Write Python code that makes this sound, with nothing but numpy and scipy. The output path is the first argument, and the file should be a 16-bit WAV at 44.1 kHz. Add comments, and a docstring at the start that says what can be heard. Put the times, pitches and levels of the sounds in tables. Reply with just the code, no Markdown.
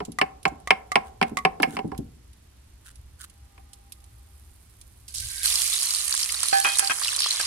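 """Outdoor cooking on a wood stove: a utensil is knocked against a vessel while oil heats in a metal wok.
A few drips, then a lump of wet paste land in the oil, which sizzles and spits; metal clinks on the wok.
A low rumble lies under it all, and the right microphone port hears much more treble than the left."""
import sys
import numpy as np
from scipy import signal
from scipy.fft import rfft, irfft, next_fast_len
from scipy.io import wavfile
from scipy.ndimage import uniform_filter1d, map_coordinates

SR = 44100
rng = np.random.default_rng(int(sys.argv[2]) if len(sys.argv) > 2 else 0)


def bounce(signal):
    """Save signal as a 16-bit WAV file at the path given by the first command-line argument."""
    frames = np.transpose(np.atleast_2d(signal))
    limited = np.clip(frames, -1, 1)
    pcm = np.round(limited * 32767).astype(np.int16)
    wavfile.write(sys.argv[1], SR, pcm)


N = 328986

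# blows of the utensil on the vessel: (s, strength dB, hardness: clack over body in dB)
KNOCKS = [(0.001, -31.5, -5), (0.211, -18.5, 3.5), (0.451, -19, 4), (0.7035, -16, 7), (0.9539, -16, 6), (1.2115, -18.5, -2), (1.224, -21, 2), (1.448, -15.5, 2), (1.598, -28.5, -9), (1.628, -18.5, 5.5), (1.765, -29, -0.5), (1.787, -30, -2.5), (1.915, -35.5, -8.5), (1.945, -47, -4.5), (3.576, -53, 1)]
VESSEL = [(415.2, 1.5, 0.14), (551, -14, 0.15), (760, -13.5, 0.3), (808, -1.5, 0.079), (993, -1, 0.069), (1071, -6.5, 0.25), (1306, -7, 0.034), (1610, -17.5, 0.17), (1750, -2.5, 0.045), (2150, -11, 0.055), (2176, 1.5, 0.067), (2329, 4.5, 0.036), (2534, -10.5, 0.043), (2996, -1, 0.025)]  # (Hz, dB, t60 s)
CLACK = [(59, -42), (100, -20), (177, -2), (415, -6), (595, -13), (768, -3.5), (1580, -16.5), (2270, -5), (2580, -2.5),
         (3050, -13), (3540, -26.5), (5190, -20.5), (6560, -40.5), (8460, -29), (16000, -50)]  # (Hz, dB per Hz)
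CLACK_LIFE = [(200, 0.33), (800, .07), (2200, 0.051), (5000, 0.042), (12000, 0.041)]  # (Hz, t60 s)
# dull handling bumps: (s, peak dB)
BUMPS = [(0.081, -24), (0.515, -29), (1.315, -21.5), (1.674, -22.5), (1.734, -25), (1.844, -16), (1.872, -24.5),
         (1.988, -18.5)]
BUMP_MODES = [(162, -4.5, 0.27), (197, -5, 0.056), (234, 8, 0.1), (280, -4, 0.21), (330, -12, 0.034), (397, -3.5, 0.063), (620, -16.5, 0.043), (810, -13.5, 0.045)]  # (Hz, dB, t60 s)
# small dry ticks and snaps: (s, peak dB, pitch Hz)
TICKS = [(0.0492, -26, 7440), (0.1175, -29, 10320), (0.4284, -32.5, 9840), (0.478, -28.5, 7185), (1.6214, -16.5, 11400), (1.9764, -27, 10950), (2.955, -36.5, 9900), (3.2964, -37, 9750), (3.7311, -28.5, 9170), (3.92, -24.5, 10410), (4.8119, -31.5, 9200), (5.0798, -26.5, 10280)]
# the loudest bursts of steam in the oil: (s, peak dB, pitch Hz)
SPITS = [(5.4311, -13, 10620), (5.5546, -12, 4670), (6.1245, -9, 4500), (6.1486, -10, 8860), (6.2285, -11, 5000),
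         (6.4301, -6.5, 8800), (6.4837, -8, 9540), (6.793, -1.5, 9460), (6.8719, -10.5, 4530), (7.0344, -12, 4790),
         (7.0797, -13, 2747), (7.19, -11, 4790), (7.2185, -11.5, 4840), (7.2404, -12.5, 4120), (7.3068, -8, 4160)]
# metal on the wok: (s, ring dB, clash dB, free ringing time s)
CLINKS = [(6.5285, -15, -25.5, 0.091), (6.647, -32, -16, 0.14), (6.792, -42.5, -26, 0.064), (6.825, -30.5, -32, 0.066), (6.897, -52.5, -21, 0.022), (6.908, -42.5, -18.5, 0.0237), (7.399, -55, -26, 0.017)]
WOK = [(787, 3.5, 0.98), (784, -34, 0.22), (1548, -12.5, 1), (1724, -8.5, 1), (2503, -37, 0.52), (4160, -13.5, 0.27), (4470, -11, 0.36)]  # (Hz, dB, t60 s)
CLASH = [(844, -8, .07), (1080, -11.5, .08), (1303, 5.5, 0.1), (1592, 11, 0.26), (1694, 1.5, 0.14), (1880, -13, 0.14), (2503, 7.5, 0.38), (2620, 0.5, 0.11), (3200, 2.5, 0.84), (3130, -6, 0.49), (3310, -10, 0.78), (4200, -11, 0.18), (4740, -3.5, 0.32), (5100, -9, 0.23), (5760, 1.5, 0.18)]  # higher bending modes of the wok: (Hz, dB, t60 s)
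FRY = [(180, -56), (300, -24), (354, -29), (486, -24.5), (828, -23), (1190, -14), (1560, -20), (1750, -16), (3080, -5),
       (3640, -6), (4020, -2), (7200, -4), (9240, 2), (10700, -1), (16000, -20)]  # (Hz, dB per Hz)
SIMMER = [(1180, -35), (2000, -15), (2620, -14.5), (4300, -5), (6360, -8), (9250, 5.5), (13300, -1), (16000, -19)]  # (Hz, dB per Hz)
LOW = [(12, -41.5), (20, -2.5), (32, -13.5), (53, 4.5), (69, 7.5), (92, -5.5), (117, -3), (140, -44.5), (200, -23), (260, -48.5),
       (440, -120)]  # (Hz, dB per Hz)
AIR = [(76, -28.5), (130, -6), (372, -11), (525, -13.5), (781, -17.5), (960, -16.5), (1180, -18), (2840, -20), (8000, -23),
       (10400, -60.5), (17600, -120)]  # (Hz, dB per Hz)
# brief scuffs: (s, dB, length s)
SCUFFS = [(1.07, -54, .03), (1.29, -51, .02), (1.73, -46.5, 0.046), (2.883, -46, .025), (3.215, -42.5, 0.016), (3.243, -43, 0.013)]
SCUFF = [(530, -45.5), (900, -35), (1420, -5), (1960, -16), (2420, -20.5), (3030, -10), (3320, -12), (5200, -15.5),
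         (9480, -5), (15000, -23.5)]  # (Hz, dB per Hz)
PORTS = [(60, 0), (200, 1), (380, -1), (650, -5.5), (1000, -0.5), (1900, -1), (3200, 1), (5000, -0.5), (6300, -4), (7500, -6), (9300, -17), (11000, -17.5), (13000, -6), (16000, -11)]  # (Hz, left-right dB)
ALIKE = [(160, .98), (280, 0.86), (500, -0.79), (900, 0.35), (3000, .1), (9000, -0.44)]  # (Hz, left-right likeness)
YARD = [(150, 0.99), (800, 0.51), (2500, 0.22), (5000, 0.19), (12000, 0.35)]  # (Hz, t60 s)
TOP_HZ = 15900  # fixed
TIME = np.arange(N) / SR
HIT = np.arange(SR // 3) / SR  # fixed
# the utensil rattles lightly between blows: (s, dB)
RATTLES = [(0.187, -19), (0.6741, -24), (0.918, -19.5), (1.371, -18), (1.387, -27.5)]
UTENSIL = [(744, -8.5, 0.09), (1114, -7, 0.3), (1197.6, -4.5, 0.09), (1950, 1, 0.03), (2070, -5, 0.066), (2300, -8, 0.032), (2627, -17, 0.03), (3012, -22.5, 0.022)]  # (Hz, dB, t60 s)
SUNG = [(800, 7, 0), (1215, 12, -8)]  # fixed
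# brief flares of steam: (s, dB, length s, pitch Hz)
FLARES = [(5.179, -35.5, 0.018, 5600), (6.793, -19.5, 0.013, 7790), (7.055, -36, 0.011, 4000), (7.241, -27.5, 0.032, 3940)]
HOLLOW = [(1587, 66, 6.5), (1890, 140, -2), (2190, 120, 0)]  # (Hz, width Hz, dB)
# larger bubbles gulp: (s, dB, pitch Hz)
GULPS = [(6.117, -35, 1410), (6.14, -27, 1410), (6.294, -27.5, 2630), (6.432, -32, 1270), (7.017, -29.5, 1360), (7.127, -33, 1360)]
THUD_DB, BODY_DB, CLACK_DB, CRACK_DB, HOLLOW_DB = -3.5, 2, 3, -5.5, -3  # parts of a blow, over its strength
THUD_LOSS, CRACK_GAIN = 0.99, 0.61  # dB for each dB of hardness
CHOKE_S, CHOKED, STRIKE_S = .036, 0.087, .005  # the utensil settles, the share of ring left, the first contact
# wet food meets the oil, first drips and then the lump: (s, first rush dB, lasting sizzle dB, settling time s)
LANDINGS = [(5.079, -39.5, -53, 0.011), (5.139, -33, -40, 0.027), (5.432, -26.5, -32, 0.34)]
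DRIP_S, LUMP_S = LANDINGS[0][0], LANDINGS[-1][0]
WETTING_S = 0.0089  # rise of each rush
FIZZ_DB, CRACKLE_DB, BUBBLING_DB = 2.5, -0.5, -16.5  # parts of the sizzle
CRACKLE_DB_PER_S, BUBBLING_DB_PER_S = 0, 4.5  # as the paste heats, crackle gives way to bubbling
CLUMP_DB, CLUMP_RATE = 2.5, 11  # the settled crackle comes in clumps, so many a second
SPUTTER_DB, SPUTTER_RISE_S, SPUTTER_FALL_S = -41, 0.1, .07  # a hollow band swells under the drips until the lump lands
SINGING_S, SINGING_DB, SINGING_RISE_S, SINGING_FALL_S = 3.62, -64, 0.22, 0.62  # a faint hollow singing comes and fades
WOK_DISTANCE = [(.3, 1.3), (1.2, 1.1), (3.9, 0.68), (4.5, 0.41)]  # from the microphone: (s, m)
SIMMER_DB = -68  # bare hot oil at 1 m
RUMBLE_DB, RUMBLE_WANDER_DB, RUMBLE_RATE = -52.5, 1.5, 7  # its level, and how far and how often a second it wanders
RUMBLE_DROP_S, RUMBLE_DROP_DB = 5.62, -3  # rumble and air are weaker towards the end
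# low swells of the rumble: (s, dB, length s)
SURGES = [(1.98, -50.5, 0.089), (3.05, -52, .08), (4.15, -55, 0.24), (5.24, -41, 0.07)]
FAINT_TICK_DB, FAINT_TICK_HZ = -43, 9400  # the wood fire snaps at random
CONTACT_S = .0005  # rise of a blow
LULL_S, LULL_DB, LULL_LENGTH_S = 6.98, -6, 0.041  # the crackle thins briefly
TOP_FIZZ_DB, TOP_FIZZ_DB_PER_S = -8, -6  # the finest fizz fades as the paste heats
FAINT_SPIT_DB, FAINT_SPIT_HZ = -16.5, 5240  # smaller spits come at random while the paste fries
CAVITY, CAVITY_RISE_S = [(767.5, 0.5, .17), (728, -9.5, 0.22)], .018  # the vessel's hollow note (Hz, dB, t60 s), and its rise
SETTLE_START_S, SETTLE_S = 0.072, 0.97  # the first rush thins out into separate pops
WOK_ECHO_DB, KNOCK_ECHO_DB = -19, -17.5  # the yard's answer


def amp(db):
    return 10 ** (np.asarray(db) / 20)


def unit(x):
    return x / np.sqrt(np.mean(x ** 2) + 1e-20)


def crest(x):
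    """Scale a hit so that its loudest 4 ms have rms 1."""
    return x / np.sqrt(uniform_filter1d(np.mean(x ** 2, axis=0), size=176).max() + 1e-20)


def along(points, hz):
    """(Hz, value) points on a log axis."""
    f, v = np.transpose(points)
    return np.interp(np.log(hz + 1), np.log(f + 1), v)


def curves(rows):
    """One value per sample for each column after the time."""
    s, *cols = np.transpose(rows)
    return [np.interp(TIME, s, c) for c in cols]


def filtered(x, response):
    """x times a response of frequency."""
    n = x.shape[-1]
    m = next_fast_len(n + 8192)  # fixed
    return irfft(rfft(x, m) * response(np.fft.rfftfreq(m, 1 / SR)), m)[..., :n]


def band(x, lo_hz, hi_hz):
    """Causal band-pass."""
    return signal.sosfilt(signal.butter(3, [lo_hz, min(hi_hz, SR / 2 - 1)], 'band', fs=SR, output='sos'), x)  # fixed


def spread(pair):
    """Two unrelated signals become left and right: alike in the bass, unrelated above."""
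    turn = lambda hz: np.arccos(np.clip(along(ALIKE, hz), -1, 1)) / 2
    mid, side = filtered(pair, lambda hz: np.array([np.cos(turn(hz)), np.sin(turn(hz))]))
    return np.array([mid + side, mid - side])


def noise(spectrum, n):
    """Coloured stereo noise of rms 1."""
    return unit(filtered(spread(rng.standard_normal((2, n))), lambda hz: amp(along(spectrum, hz))))


def dying(x, lives):
    """Each frequency of x dies at its own speed."""
    hz, t, z = signal.stft(x, SR, nperseg=128)
    return signal.istft(z * amp(-60 * t / along(lives, hz)[:, None]), SR, nperseg=128)[1][:, :x.shape[1]]


def ring(modes, scatter_db, phase_spread, lead=0):
    """Struck modes; each reaches the two ports with its own strength and phase, the left lead radians early."""
    hz, db, t60 = np.transpose(modes)[:, :, None]
    size, phase = rng.standard_normal((2, 2, len(modes)))
    waves = amp(db - 60 * HIT / t60) * np.exp(2j * np.pi * hz * HIT)
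    return crest(((amp(scatter_db * size) * np.exp(1j * (phase_spread * phase + [[lead], [0]]))) @ waves).imag)


def add(track, s, sound):
    """Mix a sound in at time s."""
    i = max(round(s * SR), 0)
    track[:, i:i + sound.shape[1]] += sound[:, :N - i]


def pops(rate, pitch_hz, pitch_spread, cycles, size_db, splash=.3, life=.002):
    """Bursting bubbles of rms 1: damped sines, mostly small, each with its own scatter off the wok walls."""
    count = int(rate * N / SR)
    u = rng.random((count, 4))  # fixed
    hz = np.float32(np.clip(pitch_hz * np.exp(pitch_spread * rng.standard_normal((count, 1))), 300, 16000))  # fixed
    size = np.float32(amp(size_db * -np.log(1 - .97 * u[:, :1])))  # fixed
    k = np.arange(int(min(4 * life, .012) * SR))  # fixed
    t, at = np.float32(k / SR), (u[:, 1:2] * N).astype(int) + k
    splashes = np.float32(splash * np.sign(u[:, 3:] - .5)) * np.float32(np.exp(-t / life))
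    pair = []
    for lag in (np.float32(u[:, 2:3] * .0002), 0):  # bubbles lie all over the pool, a little to the right
        turns = np.maximum(t - lag, 0) * hz
        pop = np.sin(2 * np.pi * turns) * np.exp(-turns / cycles)
        scatter = np.float32(rng.standard_normal(N + SR))[at]
        pair.append(np.bincount(at.ravel(), (size * (pop + splashes * scatter)).ravel(), N)[:N])
    return unit(np.array(pair))


def knocks():
    """Damped blows: the harder the contact, the more clack and crack and the less thud."""
    out = np.zeros((2, N))
    pressed = CHOKED + (1 - CHOKED) * np.exp(-(HIT / CHOKE_S) ** 4)  # the utensil settles and chokes the ring
    for s, db, hardness in KNOCKS:
        dense = crest(dying(noise(CLACK, len(HIT)), CLACK_LIFE))
        modes = ring(VESSEL, scatter_db=1.5, phase_spread=.9)
        blow = pressed * (dense + amp(1) * modes) * (1 + 1.0 * np.exp(-HIT / STRIKE_S)) * (1 - np.exp(-HIT / CONTACT_S))
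        parts = [(THUD_DB - THUD_LOSS * hardness, 110, 520), (BODY_DB, 620, 1500),
                 (CLACK_DB + hardness, 1600, 3400), (CRACK_DB + CRACK_GAIN * hardness, 3600, 12500)]
        sound = sum(amp(part_db) * crest(band(blow, lo, hi)) for part_db, lo, hi in parts)
        # the vessel's hollow note builds up just after the blow
        hollow = crest(ring(CAVITY, scatter_db=-3, phase_spread=0.51, lead=2.45) * pressed * (1 - np.exp(-HIT / CAVITY_RISE_S)))
        add(out, s + .002, amp(db) * (sound + amp(HOLLOW_DB) * hollow))  # fixed
    return out


def bumps():
    """Soft contacts wake only low modes, with a short dull puff."""
    out = np.zeros((2, N))
    for s, db in BUMPS:
        tone = ring(BUMP_MODES, scatter_db=3.0, phase_spread=.2)
        puff = crest(band(spread(rng.standard_normal((2, len(HIT)))), 100, 380) * amp(-60 * HIT / .09))
        add(out, s + .001, amp(db - 2.5) * (tone + amp(-6) * puff) * (1 - np.exp(-HIT / 0.002)))
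    return out


def snaps(rows, gain_db, t60, tone_db, tone_t60, scatter):
    """Sharp cracks, each with a short scatter off nearby walls and a ping at its own pitch."""
    out = np.zeros((2, N))
    t = HIT[:SR // 10]
    for s, db, hz in rows:
        burst = amp(-60 * t / t60) + scatter * amp(-60 * t / .03)
        crack = crest(band(rng.standard_normal((2, len(t))) * burst, 2570, 11000))
        ping = crest(band(rng.standard_normal((2, len(t))) * amp(-60 * t / tone_t60), hz * 0.923, hz * 1.1))
        add(out, s + 0.0013, amp(db + gain_db) * crest(crack + amp(tone_db) * ping))
    return out


def clinks():
    """Metal meets the wok: a clash of many modes, and a clear ring that the contact cuts short."""
    out = np.zeros((2, N))
    for s, ring_db, clash_db, free in CLINKS:
        held = np.exp(-(HIT / free) ** 4)  # fixed
        tone = ring(WOK, scatter_db=2.0, phase_spread=0.12, lead=2.8) * amp([[-3], [1.5]])
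        clash = ring(CLASH, scatter_db=2, phase_spread=1.2)  # fixed
        scrape = crest(band(rng.standard_normal((2, len(HIT))), 770, 2800) * amp(-60 * HIT / 0.21))
        thud = crest(band(rng.standard_normal((2, len(HIT))), 240, 450) * amp(-60 * HIT / 0.11))
        add(out, s, held * (amp(ring_db) * tone + amp(clash_db) * crest(clash * amp(-60 * HIT / 2.2) + 0.83 * scrape + amp(-21.5) * thud)))
    return out


def sizzle():
    """Water boils out of the paste: each landing starts a rush of fizz, crackle and low bubbling that settles."""
    boiling = np.zeros(N)
    for s, rush_db, lasting_db, settle_s in LANDINGS:
        age = np.maximum(TIME - s, 0)
        level = amp(lasting_db + (rush_db - lasting_db) * np.exp(-age / settle_s))
        boiling = np.maximum(boiling, level * (1 - np.exp(-age / WETTING_S)))
    frying_s = np.maximum(TIME - LUMP_S, 0)
    settled = np.clip((frying_s - SETTLE_START_S) / SETTLE_S, 0, 1)
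    dense = pops(rate=6100, pitch_hz=6000, pitch_spread=0.63, cycles=2.9, size_db=0.5, splash=0.63, life=0.00066)
    sparse = pops(rate=450, pitch_hz=7500, pitch_spread=.45, cycles=2.5, size_db=4.8, splash=.3, life=.003)  # fixed
    pings = pops(rate=120, pitch_hz=4730, pitch_spread=.2, cycles=41, size_db=3.0, splash=0.084, life=0.0013)
    low = pops(rate=91, pitch_hz=1410, pitch_spread=0.31, cycles=0.95, size_db=12.5, splash=0.093, life=.002)
    boil = dense * (1 - 0.29 * settled) + sparse * (0.71 + 0.13 * settled) + .4 * pings + 0.31 * settled * low
    boil = filtered(boil, lambda hz: amp(along(FRY, hz)))
    lull_db = LULL_DB * np.exp(-((TIME - LULL_S) / LULL_LENGTH_S) ** 2)
    layers = [(TOP_FIZZ_DB + TOP_FIZZ_DB_PER_S * frying_s, 11500, 15800), (FIZZ_DB, 6500, 11500),
              (CRACKLE_DB + CRACKLE_DB_PER_S * frying_s + CLUMP_DB * settled * wobble(CLUMP_RATE) + lull_db, 2100, 6500),
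              (BUBBLING_DB + BUBBLING_DB_PER_S * frying_s - 5 * (TIME < LUMP_S), 330, 2100)]
    fry = boiling * sum(amp(db) * unit(filtered(boil, lambda hz: 1 / (1 + (lo / (hz + 1)) ** 10 + (hz / hi) ** 10))) for db, lo, hi in layers)
    flares = sum(swells([(s, db, length)]) * unit(band(boil, hz * 0.503, hz * 1.66)) for s, db, length, hz in FLARES)
    sputter = (TIME > DRIP_S) * amp(SPUTTER_DB) * peak(LUMP_S, SPUTTER_RISE_S, SPUTTER_FALL_S) * amp(3.4 * wobble(60)) * resonant(HOLLOW)
    return fry + flares + sputter


def background():
    """Low rumble, open air, the faint simmer of bare oil, a hollow singing and a few gritty scuffs."""
    rumble_db = RUMBLE_DB + RUMBLE_WANDER_DB * wobble(RUMBLE_RATE)
    calm = amp(RUMBLE_DROP_DB * np.clip((TIME - RUMBLE_DROP_S) / .2, 0, 1))
    rumble = (amp(rumble_db) + swells(SURGES)) * noise(LOW, N)
    fine = pops(rate=9800, pitch_hz=7000, pitch_spread=.6, cycles=.7, size_db=0.5, splash=0.93, life=0.0007)
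    simmer = amp(SIMMER_DB) / curves(WOK_DISTANCE)[0] * unit(filtered(fine, lambda hz: amp(along(SIMMER, hz))))
    singing = amp(SINGING_DB) * peak(SINGING_S, SINGING_RISE_S, SINGING_FALL_S) * resonant(SUNG)
    grit = pops(rate=900, pitch_hz=4000, pitch_spread=.8, cycles=.6, size_db=2.5, splash=.4, life=.001)  # fixed
    scuffs = swells(SCUFFS) * unit(filtered(grit, lambda hz: amp(along(SCUFF, hz))))
    return calm * (rumble + amp(-62) * noise(AIR, N)) + simmer + singing + scuffs


def yard(x):
    """The walls around answer with a faint tail."""
    tail = dying(spread(rng.standard_normal((2, SR))), YARD)
    return signal.fftconvolve(x, tail / np.linalg.norm(tail[0]), axes=1)[:, :N]


def rattles():
    """A light touch rings the utensil itself, until the next blow stops it."""
    out = np.zeros((2, N))
    for s, db in RATTLES:
        tick = crest(band(rng.standard_normal((2, len(HIT))), 300, 9000) * amp(-60 * HIT / .035))  # fixed
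        tone = ring(UTENSIL, scatter_db=2, phase_spread=1) * np.exp(-(HIT / .035) ** 2)
        add(out, s, amp(db) * crest(tone + amp(-7.5) * tick))
    return out


def resonant(tones):
    """Stereo noise of rms 1 in a few narrow resonances."""
    shape = lambda hz: sum(amp(db) / (1 + ((hz - centre) / width) ** 2) for centre, width, db in tones)
    return unit(filtered(rng.standard_normal((2, N)), shape))


def gulps():
    """A large bubble bursts with a short, low plop."""
    out = np.zeros((2, N))
    t = HIT[:SR // 20]
    for s, db, hz in GULPS:
        add(out, s, amp(db) * crest(band(rng.standard_normal((2, len(t))) * amp(-60 * t / 0.023), hz * 0.73, hz * 1.3)))
    return out


def swells(rows):
    """A bell-shaped gain for each (s, dB, length s)."""
    return sum(amp(db) * np.exp(-((TIME - s) / length) ** 2) for s, db, length in rows)


def wobble(rate):
    """A smooth random curve, rate knots a second."""
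    return map_coordinates(rng.standard_normal(512), [TIME * rate], mode='mirror')  # fixed


def peak(s, rise_s, fall_s):
    """A gain that grows to 1 at time s and dies away again."""
    return np.exp(np.minimum((TIME - s) / rise_s, (s - TIME) / fall_s))


def ticks():
    """A few clear ticks, and fainter snaps from the fire at random."""
    faint = [(u * N / SR, FAINT_TICK_DB + 6 * (v - .5), FAINT_TICK_HZ) for u, v in rng.random(size=(10, 2))]
    return snaps(TICKS + faint, gain_db=-10.5, t60=0.05, tone_db=1.5, tone_t60=.03, scatter=.1)


def spits():
    """Pockets of steam burst through the oil: the loud ones, and smaller ones at random."""
    faint = [(LUMP_S + u * (N / SR - LUMP_S), FAINT_SPIT_DB + 8 * (v - .5), FAINT_SPIT_HZ * 2 ** (1.6 * (w - .5)))
             for u, v, w in rng.random(size=(24, 3))]
    return snaps(SPITS + faint, gain_db=-8.0, t60=0.0026, tone_db=2.5, tone_t60=0.018, scatter=0.13)


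def scene():
    """Knocks nearby and the frying wok, both with the yard's answer, over the background."""
    hits = knocks() + rattles() + bumps() + ticks()
    wok = sizzle() + spits() + gulps() + clinks()
    wok = wok + amp(WOK_ECHO_DB) * yard(wok)
    return hits + amp(KNOCK_ECHO_DB) * yard(hits) + wok + background()


def record(dry):
    """The two ports differ in colour; peaks clip, and nothing passes above the band limit."""
    def ports(hz):
        gains = amp(along(PORTS, hz) * np.array([[.5], [-.5]]))
        return gains / np.sqrt(np.mean(gains ** 2, axis=0))
    clipped = np.clip(filtered(dry, ports), -.94, .94)  # fixed
    return filtered(clipped, lambda hz: hz < TOP_HZ)


dry = scene()
out = record(dry)
bounce(out)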